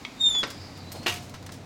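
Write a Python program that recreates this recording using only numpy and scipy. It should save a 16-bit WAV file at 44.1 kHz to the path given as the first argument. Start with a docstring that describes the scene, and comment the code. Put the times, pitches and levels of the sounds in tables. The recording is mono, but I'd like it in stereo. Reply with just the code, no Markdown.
"""An airfield, reached from a lobby through a metal-framed glass door. The push bar clicks, the hinge
sticks and slips in a falling squeal, and the door's edge knocks free of the jamb. Fluid hisses and
whistles faintly through the closer's valve, then the door clunks against its stop, ringing frame and pane.
Shoes scuff over the threshold. The lobby's ventilation falls behind as the rumble of the apron and the
drone of a distant aircraft engine come in through the opening."""
import sys
import numpy as np
from scipy import signal
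from scipy.fft import rfft, irfft
from scipy.io import wavfile
from scipy.ndimage import uniform_filter1d

SR = 44100
rng = np.random.default_rng(int(sys.argv[2]) if len(sys.argv) > 2 else 0)


def file_out(sig):
    """Save sig as 16-bit WAV at sys.argv[1]."""
    # one column per channel
    cols = np.atleast_2d(sig).T
    # limit, then scale
    lim = np.clip(cols, -1, 1)
    pcm = np.round(lim * 32767).astype(np.int16)
    wavfile.write(sys.argv[1], SR, pcm)


N = 72765

# spectrum of rubbing, for the scuffs and the hinge's grind: frequency_hz, level_db
FRICTION_COLOUR = [(150, 2.5), (400, -5.5), (1000, 2.5), (2500, -3.5), (5000, -4.5), (8000, -13),
                   (13000, -23), (16000, -23)]


def undb(db):
    """Decibels to gain."""
    return 10 ** (np.asarray(db) / 20)


def unit(x):
    """Scale to rms 1."""
    return x / np.sqrt(np.mean(x ** 2) + 1e-20)


def clock():
    """Time of each sample in seconds."""
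    return np.arange(N) / SR


def curve(table, col=1):
    """One column of a table, joined by straight lines in time."""
    rows = np.array(table)
    return np.interp(clock(), rows[:, 0], rows[:, col])


def loudness(table, col=1):
    """Gain from a dB column, silent outside the table's span."""
    inside = (clock() > table[0][0]) & (clock() < table[-1][0])
    return undb(curve(table, col)) * uniform_filter1d(inside * 1., size=200)


def noise(colour, tilt_db=0):
    """Noise with a spectrum of (Hz, dB) points, tilted per octave above about 250 Hz."""
    rows = np.array(colour)
    octave = np.log2(np.fft.rfftfreq(N, 1 / SR) + 1)
    db = np.interp(octave, np.log2(rows[:, 0]), rows[:, 1]) + tilt_db * np.maximum(octave, 8)
    return unit(irfft(rfft(rng.standard_normal(N)) * undb(db), N))


def band(hz, width_hz):
    """Noise in one steep resonance; at 0 Hz, a random wander."""
    detuning = 2 * (np.fft.rfftfreq(N, 1 / SR) - hz) / width_hz
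    return unit(irfft(rfft(rng.standard_normal(N)) / (1 + detuning ** 2) ** 2, N))


def strike(start, t60, attack=0.00022):
    """Straight attack, exponential decay; times in seconds."""
    age = np.maximum(clock() - start, 0)
    return np.minimum(age / attack, 1) * np.exp(-np.log(1000) * np.maximum(age - attack, 0) / t60)


def turn(hz):
    """Phase of a moving pitch."""
    return 2 * np.pi * np.cumsum(hz) / SR


def ring(modes, start):
    """Decaying modes struck at one moment, starting near rms 1."""
    ringing = sum(undb(db) * strike(start, t60) * np.sin(2 * np.pi * (hz * clock() + rng.random()))
                  for hz, db, t60 in modes)
    return ringing / np.sqrt(sum(undb(db) ** 2 for _, db, _ in modes) / 2)


def stereo(mid, side):
    """Left and right from mid and side."""
    return np.array([mid + side, mid - side])


def doorway(x, wet_db):
    """Direct sound plus the dense, bright echoes of the glazed lobby."""
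    def tail():
        body = band(0, 13400) * strike(0.00305, t60=0.34)
        treble = 1.25 * band(7200, 11300) * strike(0.002, t60=0.47)
        early_lift = 1 + 1.36 * strike(0.00384, t60=0.027)
        response = (body + treble) * early_lift
        return signal.fftconvolve(x, response / np.sqrt(2 * np.sum(response ** 2)))[:N]
    return x + undb(wet_db) * stereo(tail(), 0.48 * tail())


def lobby():
    """Ventilation rushes and hums, fading as the lobby falls behind."""
    # spectrum of the room's air: frequency_hz, level_db
    air_colour = [(15, -37), (25, -9), (293, 1), (416, -9), (575, -7.5), (659, -7), (887, -9), (1740, -14),
                  (2110, -12), (3430, -19), (3720, -14), (4250, -15.5), (7510, -22.5), (8590, -28.5),
                  (16000, -36)]
    leave_s, fade_db_per_s = 0.65, 5.5
    air = undb(-46) * stereo(noise(air_colour), .23 * noise(air_colour))
    vent = undb(-54) * band(268.8, width_hz=37)
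    fade_db = -fade_db_per_s * np.maximum(clock() - leave_s, 0)
    return (air + vent) * undb(fade_db + 0.31 * band(0, 58))


def airfield():
    """The apron's rumble swells and a wavering engine drone comes in as the door opens."""
    # spectrum of the rumble: frequency_hz, level_db
    apron_colour = [(25, -44), (55, -14), (85, 0), (130, 4), (200, -3.5), (350, -9), (700, -11.5),
                    (1500, -25.5), (4000, -30), (16000, -62)]
    # its swell as the doorway widens: time_s, level_db
    apron_level = [(0, -52), (.4, -51), (.62, -47.5), (1.0, -43.5), (1.3, -45), (1.65, -44.5)]
    engine_hz, open_s, rise_s = 92.2, 0.51, 0.055
    rumble = undb(curve(apron_level)) * stereo(noise(apron_colour), .22 * noise(apron_colour))
    phase = turn(engine_hz * (1 + 0.0088 * band(0, 20)))
    engine = np.sqrt(2) * np.sin(phase) * undb(-49 + 2 * band(0, 60))
    opening = (1 + np.tanh((clock() - open_s) / rise_s)) / 2
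    return rumble + engine * opening


def push_bar():
    """One metallic click: a crack of noise and the bar's short ring."""
    # modes of the bar: pitch_hz, level_db, t60_s
    modes = [(1250, -4.5, 0.018), (2220, -3, 0.041), (2530, -2, 0.028), (3327, -6.5, 0.017),
             (4600, -13, 0.018), (5900, -12, 0.013)]
    # spectrum of the crack: frequency_hz, level_db
    colour = [(300, -25), (900, -10), (2300, 0), (3600, 3), (6000, -14), (9000, -22.5), (16000, -44)]
    push_s = .0502
    crack = 0.6 * strike(push_s, t60=0.031) * noise(colour)
    return doorway(undb(-27.5) * (0.91 * ring(modes, push_s) + crack), wet_db=-4.5)


def hinge():
    """Stick-slip squeal: a sinking near-sine, clean and then chattering, that beats with its echoes."""
    # glide of the squeal: time_s, pitch_hz
    pitch = [(.17, 3707), (.21, 3688), (.244, 3664), (.272, 3619), (.292, 3603), (.328, 3490), (.346, 3474),
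             (.392, 3412), (.42, 3360), (.44, 3370)]
    # envelope of the fundamental: time_s, level_db
    level = [(.165, -60), (.19, -56), (.213, -22.5), (.232, -24), (.242, -18), (.256, -21.5), (.266, -15.5),
             (.287, -21), (.297, -33.5), (.311, -23), (.325, -35.5), (.35, -24.5), (.395, -23),
             (.412, -26.5), (.432, -34.5), (.445, -68)]
    # envelopes of the harmonics: time_s, second_db, third_db
    harmonics = [(.19, -68, -84), (.213, -41, -56.5), (.24, -44, -53), (.265, -34, -57),
                 (.297, -35.5, -49.5), (.33, -40, -54.5), (.36, -38, -78), (.41, -48, -58), (.43, -65, -77)]
    # stereo position: time_s, left_minus_right_db
    pan = [(.2, -10), (.23, -8), (.265, -2), (.33, 2), (.395, 1), (.42, 1.5)]
    # reflections off glass and walls, before their fade: delay_s, level_db
    reflections = [(.024, -17.5), (.052, -10.5), (.078, -29)]
    chatter_s, echo_fade_s, echo_fade_db_per_s = 0.3, 0.27, 115
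    t = clock()
    chatter = np.clip((t - chatter_s) / 0.024 + .5, 0, 1)  # the contact turns rough
    roughness = .02 + 0.16 * chatter
    jitter = .0012 * (0.54 + chatter) * band(0, 640)
    phase = turn(curve(pitch) * (1 + jitter))
    half_orders = undb(-12) * (1 - chatter) * (np.sin(1.5 * phase) + np.sin(2.5 * phase))
    upper = np.sin(3 * phase) + undb(-16) * np.sin(4 * phase) + half_orders
    tone = loudness(level) * np.sin(phase) * (1 + 0.4 * roughness * band(0, 440))
    overtones = loudness(harmonics, 1) * np.sin(2 * phase) + loudness(harmonics, 2) * upper
    flutter = undb(2 * band(0, 200))
    tone += overtones * flutter * (1 + 0.68 * roughness * band(0, 420))
    grind = undb(-49) * chatter * (t < level[-1][0]) * noise(FRICTION_COLOUR)
    echoes = sum(undb(db) * np.interp(t - delay, t, tone) for delay, db in reflections)
    # the squeal's echoes fade out, leaving a single tone
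    echoes *= undb(-echo_fade_db_per_s * np.maximum(t - echo_fade_s, 0))
    squeal = doorway(np.sqrt(2) * (tone + echoes) + grind, wet_db=-15)
    pan_db = curve(pan)
    return squeal * undb(np.array([pan_db, -pan_db]) / 2)


def draught():
    """A soft low puff of air as the door unseals."""
    peak_s, width_s = 0.294, 0.072
    swell = np.exp(-((clock() - peak_s) / width_s) ** 2)
    return undb(-51) * swell * np.array([band(40, width_hz=70), band(40, width_hz=70)])


def walker():
    """Shoes and sleeves rub in gritty scuffs; the feet land with dull thuds."""
    # shoe and sleeve scuffs: start_s, level_db, tilt_db_per_octave, attack_s, t60_s
    scuffs = [(.286, -44, -1.5, .002, 0.064), (0.501, -36.5, 3.5, 0.0025, 0.08),
              (.772, -48, 4, .004, 0.065), (0.917, -37.5, 6, .002, 0.077), (0.947, -46, 2.5, 0.0062, 0.33),
              (1.028, -41.5, 0, 0.0028, 0.087), (1.219, -50, 5, 0.0049, 0.34),
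              (1.293, -46, 6, 0.0029, 0.059), (1.339, -38.5, -0.5, .002, 0.12),
              (1.424, -46, 2.5, 0.0037, 0.041), (1.461, -40, 3, 0.0053, 0.037),
              (1.4918, -36, -3, 0.00033, 0.048), (1.517, -41, 4, 0.0045, .07),
              (1.537, -47.5, 3, 0.0021, 0.2)]
    # soft footfalls: start_s, level_db, centre_hz, t60_s
    footfalls = [(.94, -39.5, 610, 0.18), (.985, -40.5, 271.6, 0.19)]
    grit = unit(undb(1.2 * band(0, 1650)))
    rubbing = sum(undb(db) * strike(start, t60, attack) * noise(FRICTION_COLOUR, tilt)
                  for start, db, tilt, attack, t60 in scuffs)
    steps = sum(undb(db) * strike(start, t60, attack=0.017) * band(hz, 1.2 * hz)
                for start, db, hz, t60 in footfalls)
    return doorway(grit * rubbing + steps, wet_db=-6.5)


def jamb():
    """The door's edge knocks free, the heaviest knock thumps the leaf, and loose fittings chink."""
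    # knocks of the edge on the jamb: start_s, level_db, t60_s
    knocks = [(.349, -34.5, 0.057), (.431, -23, 0.027), (.436, -20, 0.012), (0.438, -30, 0.065)]
    # their dull spectrum: frequency_hz, level_db
    knock_colour = [(88, -33), (150, -19.5), (303, 1), (457, -7), (1120, -5.5), (1500, -8), (1630, -8),
                    (2500, -7.5), (2700, -5.5), (3700, -10.5), (4950, -11.5), (8900, -35), (16000, -56)]
    # faint chinks of the fittings: start_s, level_db
    chinks = [(.293, -57), (.3845, -43), (0.469, -51), (.501, -57.5), (0.919, -41.5)]
    # blurred modes of the fittings: centre_hz, level_db, t60_s
    fitting_modes = [(8500, 1.5, 0.055), (9740, -4, 0.078), (11450, -0.5, .05), (12350, 2, .07),
                     (13200, -2, .05), (13800, -4, .06)]
    knocking = sum(undb(db) * strike(start, t60) for start, db, t60 in knocks) * noise(knock_colour)
    leaf_hz = 302
    leaf = np.sqrt(2) * np.sin(2 * np.pi * leaf_hz * clock())
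    thump = undb(-38) * strike(.4355, t60=0.07, attack=0.0029) * leaf
    chinking = 0
    for hz, mode_db, t60 in fitting_modes:
        envelope = sum(undb(db) * strike(start, t60, attack=0.0034) for start, db in chinks)
        chinking += undb(mode_db) * band(hz, width_hz=500) * envelope
    return doorway(knocking + thump + chinking / np.sqrt(len(fitting_modes)), wet_db=-3.5)


def closer():
    """Fluid forced through the closer's valve: a narrow hiss, then a thin rising whistle."""
    # hiss of the valve: time_s, centre_hz, level_db
    hiss_path = [(.38, 5070, -54), (.48, 4950, -56), (.56, 4924, -55), (.64, 4890, -50), (.73, 4717, -60),
                 (.79, 4740, -50), (.85, 4460, -65), (.96, 4390, -66.5), (1.06, 4600, -57)]
    # whistle of the valve: time_s, pitch_hz, level_db
    whistle_path = [(.8, 4010, -73), (.88, 3980, -55.5), (.95, 4245, -56.5), (1.0, 4200, -53),
                    (1.06, 4360, -52)]
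    hiss = loudness(hiss_path, 2) * band(0, width_hz=1040) * np.sin(turn(curve(hiss_path)))
    whistle_hz = curve(whistle_path) * (1 + 0.0048 * band(0, 340))
    whistle = loudness(whistle_path, 2) * np.sin(turn(whistle_hz))
    return doorway(np.sqrt(2) * (hiss + whistle), wet_db=-4)


def door_stop():
    """The door hits its stop and rattles; each blow cracks and feeds the ring of frame and pane."""
    # blows, then rattles: start_s, level_db, tilt_db_per_octave, t60_s, ring_send_db
    blows = [(1.0611, -22.5, -2.5, 0.025, -15.5), (1.0632, -21.5, -1, 0.04, -11),
             (1.0675, -20, 1.5, 0.049, -4.5), (1.0795, -23.5, 1.7, 0.12, -16), (1.096, -29, 3, 0.13, -16),
             (1.121, -31, 3, 0.083, -24), (1.139, -35.5, 6, 0.09, -27), (1.159, -39, 4.5, 0.17, -14)]
    # spectrum of a crack, many short resonances: frequency_hz, level_db
    crack_colour = [(100, -38), (200, -17), (330, 0.5), (560, -3.5), (900, 0), (1250, 0), (1800, -2.5),
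                    (2750, 1.5), (3400, -4.5), (5600, -9.5), (8500, -19.5), (13000, -24), (16000, -33)]
    # modes of frame and pane: pitch_hz, level_db, t60_s
    modes = [(351, -12.5, 0.22), (713, -7, 0.44), (1001, -13.5, .2), (1437, -24, 0.1), (1906, -1, 0.15),
             (2310, -12, 0.33), (2614, -11, 0.19), (2746, 2.5, 0.15), (2990, -7, 0.1), (2922, 1, 0.17),
             (3695, -4.5, 0.083), (4140, -4, 0.099), (4380, -3, 0.15), (5050, -17, 0.31)]
    jitter_hz = 11.8
    cracks = sum(undb(db) * strike(start, t60) * noise(crack_colour, tilt)
                 for start, db, tilt, t60, _ in blows)
    ringing = 0
    for hz, mode_db, t60 in modes:
        energy = sum((undb(db + send_db) * strike(start, t60)) ** 2 for start, db, _, _, send_db in blows)
        phase = turn(hz + jitter_hz * band(0, 416))
        ringing += undb(mode_db) * np.sqrt(energy) * np.sin(phase)
    return doorway(cracks, wet_db=-8) + doorway(undb(-5) * ringing, wet_db=-10.5)


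def scene():
    """The hinge follows its own pan; everything else sits slightly to the right."""
    right_db = 1.0
    rest = push_bar() + jamb() + door_stop() + closer() + walker() + lobby() + airfield() + draught()
    return hinge() + rest * undb(np.array([[-right_db], [right_db]]) / 2)


def record(dry):
    """The microphone narrows to mono in the high treble and cuts the top."""
    # stereo width across the spectrum: frequency_hz, side_db
    width = [(30, 10), (100, -3), (300, 1), (1000, 4.5), (2500, 1.5), (7000, -1.5), (9500, 1.5),
             (11000, -30)]
    top_hz = 16600
    hz, side_db = np.array(width).T
    side_gain = undb(np.interp(np.fft.rfftfreq(N, 1 / SR), hz, side_db))
    mid = (dry[0] + dry[1]) / 2
    side = irfft(rfft((dry[0] - dry[1]) / 2) * side_gain, N)
    top_cut = signal.ellip(10, .2, 80, top_hz, fs=SR, output="sos")
    return signal.sosfilt(top_cut, stereo(mid, side))


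dry = scene()
out = record(dry)
file_out(out)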